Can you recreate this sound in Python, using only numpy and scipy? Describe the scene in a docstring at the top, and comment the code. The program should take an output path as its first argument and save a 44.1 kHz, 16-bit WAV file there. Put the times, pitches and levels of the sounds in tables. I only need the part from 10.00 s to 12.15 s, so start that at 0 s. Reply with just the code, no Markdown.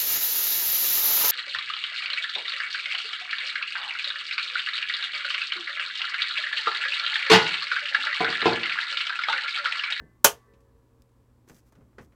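"""One loud, brittle crack of plastic is heard as hands work at an old computer on a desk.
Its fracture is a run of noise bursts; decaying sine modes make the shell and the metal inside ring.
Noise whose bands die at different speeds is the room's answer.
Then a hand slides off in grainy hiss, with noise-burst ticks, soft bumps and hollow knocks,
over steady shaped noise and a low mains hum of sines."""
import sys
import numpy as np
from scipy import signal
from scipy.fft import rfft, irfft
from scipy.io import wavfile
from scipy.ndimage import uniform_filter1d

SR = 44100
rng = np.random.default_rng(int(sys.argv[2]) if len(sys.argv) > 2 else 0)


def store_wav(level_fs):
    """Save 16-bit WAV to argv[1]."""
    pcm = np.round(np.clip(np.atleast_2d(level_fs), -1, 1) * 32767)
    wavfile.write(sys.argv[1], SR, pcm.T.astype(np.int16))


N = 94815  # length in samples


def amp(db):
    """Level to amplitude: 20 dB is a factor of ten."""
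    return 10 ** (np.asarray(db) / 20)


def evened(x):
    """Normalisation: scales a signal to rms 1."""
    return x / np.sqrt(np.mean(x ** 2) + 1e-20)


def read(points, hz):
    """Logarithmic pitch scale: interpolates a table along log frequency."""
    f, value = np.transpose(points)
    return np.interp(np.log(hz + 1), np.log(f + 1), value)


def add(mix, start_s, sound):
    """Superposition: adds a sound into the mix from its start, cut at the end of the mix."""
    part = mix[max(round(start_s * SR), 0):][:len(sound)]
    part += sound[:len(part)]


def noise(colour, size):
    """Spectral synthesis: a set magnitude with random phases gives noise, here of rms 1."""
    hz = np.fft.rfftfreq(size, 1 / SR)
    phases = np.exp(2j * np.pi * rng.random(len(hz)))
    return evened(irfft(amp(read(colour, hz)) * phases, size))


def fade(t, t60):
    """Exponential damping: 60 dB down after t60 seconds."""
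    return np.exp(-np.log(1000) * t / t60)


def burst(colour, rise_s, t60, size):
    """Dense modes merge: many overlapping resonances sound as coloured noise that dies away."""
    t = np.arange(size) / SR
    return noise(colour, size) * np.minimum(t / rise_s, 1) * fade(t, t60)


def ring(modes, rise_s=0.0014):
    """Modal superposition: a struck body sounds as a sum of damped sines."""
    t = np.arange(N) / SR
    out = np.zeros(N)
    for hz, db, t60 in modes:
        out += amp(db) * fade(t, t60) * np.sin(2 * np.pi * (hz * t + rng.random()))
    return out * np.minimum(t / rise_s, 1)


# Snaps as the fracture runs. Each row: start in seconds, relative level in dB.
FRACTURE_SNAPS = [(0.2429, -26), (0.2445, -12), (.2450, 5.5), (0.2456, 1.5), (0.2481, 2.5), (0.25, -2.5),
                  (0.2504, -7.5), (0.2567, -9.5)]
# Colour of a snap. Each row: frequency in Hz, relative level in dB.
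SNAP_SPECTRUM = [(40, -45.5), (330, -22), (550, -4.5), (1500, -6), (2300, -14.5), (4000, -11.5),
                 (5400, -11), (6200, 3), (7200, -1), (8500, -9), (11000, -8.5), (13000, -3.5),
                 (16000, -10.5)]
SNAP_T60_S, SNAP_DB, SNAP_RISE_S = 0.014, -6, .0002


def fracture():
    """Brittle fracture: strain is released in a quick run of abrupt, broadband snaps."""
    out = np.zeros(N)
    for start_s, db in FRACTURE_SNAPS:
        snap = burst(SNAP_SPECTRUM, SNAP_RISE_S, SNAP_T60_S, size=1024)
        add(out, start_s, amp(SNAP_DB + db) * snap)
    return out


# Modes of the plastic shell. Each row: frequency in Hz, relative level in dB, t60 in seconds.
SHELL_MODES = [(420.3, -20, 0.2), (474.4, -21.5, .17), (561, -17, .16), (605, -20, .12), (684, -18.5, .14),
               (744, -26.5, .14), (836, -21, 0.11), (882, -20, .1), (920, -17, .12), (1090, -20, .14),
               (1162, -24, .14), (1217.6, -18, .12), (1427, -20, .12), (1478, -20, .13), (1590, -25.5, .13),
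               (1735, -23.5, .13), (2488, -21, 0.13), (2990, -23, 0.15), (3177, -22, 0.12), (6040, -17, .1)]
# Lighter knock as the shell settles back. The row: start in seconds, gain in dB.
SHELL_REBOUND = (.2945, -23.5)
CRACK_S, SHELL_DB = .2450, -2


def shell_response():
    """Impulse response: the crack excites the shell's modes, and its rebound excites them again."""
    out = np.zeros(N)
    add(out, CRACK_S, amp(SHELL_DB) * ring(SHELL_MODES, rise_s=.003))
    rebound_s, rebound_db = SHELL_REBOUND
    add(out, rebound_s, amp(rebound_db) * ring(SHELL_MODES))
    return out


# The wavering of thin metal: its fastest rate in Hz, and its rms share of the amplitude.
WAVER_HZ, WAVER = 9.7, 0.65


def metal(modes):
    """Slow modulation: lightly damped metal modes waver in strength and phase as they decay."""
    t, out = np.arange(N) / SR, np.zeros(N)
    knots = t[::512]
    for hz, db, t60 in modes:
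        # four slow random rotations make one complex drift
        drift = np.zeros(len(knots), complex)
        for rate in rng.uniform(-1, 1, size=4):
            drift += np.exp(2j * np.pi * (WAVER_HZ * rate * knots + rng.random())) / 2
        carrier = np.exp(2j * np.pi * (hz * t + rng.random()))
        wavering = 1 + WAVER * np.interp(t, knots, drift)
        out += amp(db) * fade(t, t60) * (carrier * wavering).real
    return out * np.minimum(t / 0.0055, 1)


# Modes of the metal chassis. Each row: frequency in Hz, level in dB, t60 in seconds.
CHASSIS_MODES = [(409, -61.5, 1.3), (457, -64.5, 4), (546.4, -70, 5), (966, -75, 5.2), (1028, -72.5, 3.2),
                 (1140, -63.5, 1.8), (1281, -70.5, 1), (1550, -71.5, 1.3), (1700, -81, 4),
                 (1750, -74.5, 1.6), (1771, -60, .65), (1814, -73.5, 1), (1980, -66, 0.76)]
# A small metal part, sounding from the start. Each row: frequency in Hz, level in dB, t60 in seconds.
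SMALL_PART_MODES = [(1125, -73.5, 2.5), (1556, -62, .34), (1739, -67, 0.5), (1771, -65.5, 0.6),
                    (2019, -68.5, 0.77)]
# A tap that sets the chassis ringing again. The row: start in seconds, gain in dB.
TAP = (0.48, -11.5)


def metal_inside():
    """Free vibration: a small part rings faintly from the start, the chassis after crack and tap."""
    out = metal(SMALL_PART_MODES)
    add(out, CRACK_S, metal(CHASSIS_MODES))
    tap_s, tap_db = TAP
    add(out, tap_s, amp(tap_db) * metal(CHASSIS_MODES))
    return out


# Colour of the shell and room answering. Each row: frequency in Hz, relative level in dB.
TAIL_SPECTRUM = [(40, -34), (100, -17.5), (200, -20.5), (330, -16.5), (560, -7.5), (920, -5.5),
                 (1320, -12.5), (1500, -6), (2200, -11.5), (3000, -6), (3800, -13), (5400, -9.5),
                 (6200, -5), (8500, -12.5), (13300, -11.5), (16000, -19.5)]
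# Decay of the room. Each row: band centre in Hz, t60 in seconds.
ROOM_DECAY = [(80, 0.27), (350, .19), (700, .14), (2000, .14), (6000, .13), (15000, .125)]
TAIL_RISE_S = .002


def room_tail(size):
    """Frequency-dependent absorption: diffuse reflections die at each band's own speed."""
    t, hz = np.arange(size) / SR, np.fft.rfftfreq(size, 1 / SR)
    spectrum, out = rfft(noise(TAIL_SPECTRUM, size)), np.zeros(size)
    centres, times = np.transpose(ROOM_DECAY)
    # each row of the identity matrix selects one overlapping band
    for band, t60 in zip(np.eye(len(times)), times):
        weight = read(np.c_[centres, band], hz)
        out += irfft(spectrum * weight, size) * fade(t, t60)
    return out * np.minimum(t / TAIL_RISE_S, 1)


# Colour of the faint late reverberation. Each row: frequency in Hz, relative level in dB.
LATE_SPECTRUM = [(60, -32), (220, -22), (400, -4), (700, 2.5), (1300, -1), (3000, -10), (6500, -12),
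                 (16000, -22)]
TAIL_DB, LATE_DB, LATE_T60_S = -9.5, -45, 0.38


def room_answer():
    """Reverberation: dense reflections of the crack, with a fainter and slower late field."""
    out = np.zeros(N)
    add(out, CRACK_S, amp(TAIL_DB) * room_tail(size=22050))
    late = burst(LATE_SPECTRUM, .02, LATE_T60_S, size=32768)
    add(out, CRACK_S, amp(LATE_DB) * late)
    return out


# Hollow knocks on the case. Each row: start in seconds, level in dB, t60 in seconds.
CASE_KNOCKS = [(1.477, -59, 0.13), (1.497, -49.5, 0.076), (1.7225, -59, 0.098), (1.752, -61, 0.15),
               (1.807, -63.5, 0.15), (1.929, -67, 0.098), (1.9828, -41.5, 0.15), (2.122, -59, 0.098)]
# Colour of a knock. Each row: frequency in Hz, relative level in dB.
KNOCK_SPECTRUM = [(60, -14), (150, -16), (240, 9.5), (450, 6.5), (750, -5.5), (1300, -1), (1900, -4.5),
                  (3500, -19.5), (7000, -26.5), (10000, -35), (16000, -47)]
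KNOCK_SHELL_DB = 3  # shell modes against the knock's own level
KNOCK_REACH_HZ = 2200  # a soft contact hardly reaches the modes above this


def knocks():
    """Contact time: a soft blow lasts too long to excite the shell's high modes."""
    out = np.zeros(N)
    dull_shell = []
    for hz, db, t60 in SHELL_MODES:
        loss_db = 10 * np.log10(1 + (hz / KNOCK_REACH_HZ) ** 4)
        dull_shell.append((hz, db - loss_db, t60))
    for start_s, db, t60 in CASE_KNOCKS:
        add(out, start_s, amp(db) * burst(KNOCK_SPECTRUM, 0.00043, t60, size=8192))
        add(out, start_s, amp(db + KNOCK_SHELL_DB) * ring(dull_shell))
    return out


# Dry ticks of stressed plastic. Each row: start in seconds, level in dB, t60 in seconds,
# brightness in dB per octave.
PLASTIC_TICKS = [(0.536, -59.5, 0.11, -8.5), (.605, -73, .08, 0), (1.0205, -54.5, .014, 2.5),
                 (1.092, -73, .02, -2), (1.119, -77, .02, 4), (1.487, -56, .04, -1),
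                 (1.496, -51.5, 0.033, -2), (1.585, -68.5, .07, 6), (1.7225, -66, .06, 1.5),
                 (1.753, -68, 0.068, -4)]
# Colour of a tick before its brightness. Each row: frequency in Hz, relative level in dB.
TICK_SPECTRUM = [(200, -17), (1500, -17), (2500, 0.5), (3400, -3.5), (4300, -3.5), (6300, 0), (10000, -7.5),
                 (13000, -10), (16000, -14.5)]


def ticks():
    """Stress release: each tick of stressed plastic is a short burst with its own spectral tilt."""
    out = np.zeros(N)
    for start_s, db, t60, tilt_db in PLASTIC_TICKS:
        colour = [(hz, level + tilt_db * np.log2(hz)) for hz, level in TICK_SPECTRUM]
        add(out, start_s, amp(db) * burst(colour, 0.00039, t60, size=4096))
    return out


# Soft bumps as the weight shifts. Each row: start in seconds, level in dB, t60 in seconds.
WEIGHT_BUMPS = [(0, -47.5, .4), (1.502, -46, 0.23), (1.774, -53.5, 0.54), (1.811, -57, 0.26),
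                (1.995, -50, 0.31), (2.061, -66, .4)]
# Colour of a bump. Each row: frequency in Hz, relative level in dB.
BUMP_SPECTRUM = [(25, -11.5), (75, 0.5), (120, -3.5), (180, 0), (400, -9.5), (800, -22.5), (2000, -42.5),
                 (8000, -61.5)]
BUMP_RISE_S = .006


def bumps():
    """Slow loading: a gradual push puts its energy into low frequencies."""
    out = np.zeros(N)
    for start_s, db, t60 in WEIGHT_BUMPS:
        add(out, start_s, amp(db) * burst(BUMP_SPECTRUM, BUMP_RISE_S, t60, size=16384))
    return out


# Skin sliding on plastic. Each row: start in seconds, length in seconds, level in dB.
SKIN_STROKES = [(1.469, 0.14, -66.5), (1.537, 0.12, -83), (1.648, 0.059, -73), (2.001, 0.068, -70)]
# Colour of the hiss. Each row: frequency in Hz, relative level in dB.
RUB_SPECTRUM = [(100, 13), (700, 2.5), (1800, 3), (3500, -5), (6200, 2.5), (9000, -3), (15000, -0.5),
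                (16000, -13)]
RUB_EDGE_S, RUB_GRAIN_DB = 0.018, -1  # fade at both ends; the grain swings both ways, 1 dB rms
CATCH_PER_S, CATCH_DB = 220, -5.5  # mean rate; level against the hiss before its grain


def rubbing():
    """Sliding friction: skin on textured plastic gives a grainy hiss with tiny random catches."""
    t = np.arange(N) / SR
    slow_noise = evened(uniform_filter1d(rng.standard_normal(N), size=130))
    hiss = amp(RUB_GRAIN_DB * slow_noise) * noise(RUB_SPECTRUM, N)
    slips = (rng.random(N) < CATCH_PER_S / SR) * rng.standard_normal(N)
    catch = burst(TICK_SPECTRUM, .0002, 0.0099, size=512)
    catches = evened(signal.oaconvolve(slips, catch)[:N])
    stroke = np.zeros(N)
    for start_s, length_s, db in SKIN_STROKES:
        to_edge_s = np.minimum(t - start_s, start_s + length_s - t)
        stroke += amp(db) * np.clip(to_edge_s / RUB_EDGE_S, 0, 1)
    return stroke * (hiss + amp(CATCH_DB) * catches)


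# Colour of the room noise. Each row: frequency in Hz, relative level in dB per Hz.
FLOOR_SPECTRUM = [(20, -16.5), (55, 2), (100, -4), (160, -16.5), (260, -8), (420, -15.5), (700, -23.5),
                  (1050, -21), (1600, -30), (3000, -37), (8000, -40.5), (16000, -43)]
# Mains hum and a faint electrical whine. Each row: frequency in Hz, rms level in dB.
HUM_TONES = [(59.8, -70), (119.8, -66), (243, -76.5), (7671, -95), (12958, -100)]
FLOOR_DB = -63.5  # rms


def background():
    """Stationary sound: room noise of fixed spectrum under steady electrical tones."""
    t = np.arange(N) / SR
    out = amp(FLOOR_DB) * noise(FLOOR_SPECTRUM, N)
    for hz, db in HUM_TONES:
        out += np.sqrt(2) * amp(db) * np.sin(2 * np.pi * (hz * t + rng.random()))
    return out


def scene():
    """Linear superposition: all sources add at one close microphone."""
    crack = fracture() + shell_response() + metal_inside() + room_answer()
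    handling = knocks() + ticks() + bumps() + rubbing()
    return (crack + handling + background())[None]


EDGE_HZ = 16100


def record(dry):
    """Overload and band limiting: the input clips peaks beyond 0.95, then a low-pass cuts the top."""
    clipped = np.clip(dry, -.95, .95)
    low_pass = signal.firwin(161, EDGE_HZ, window=("kaiser", 7), fs=SR)
    return signal.oaconvolve(clipped, low_pass[None], "same")


dry = scene()
out = record(dry)
store_wav(out)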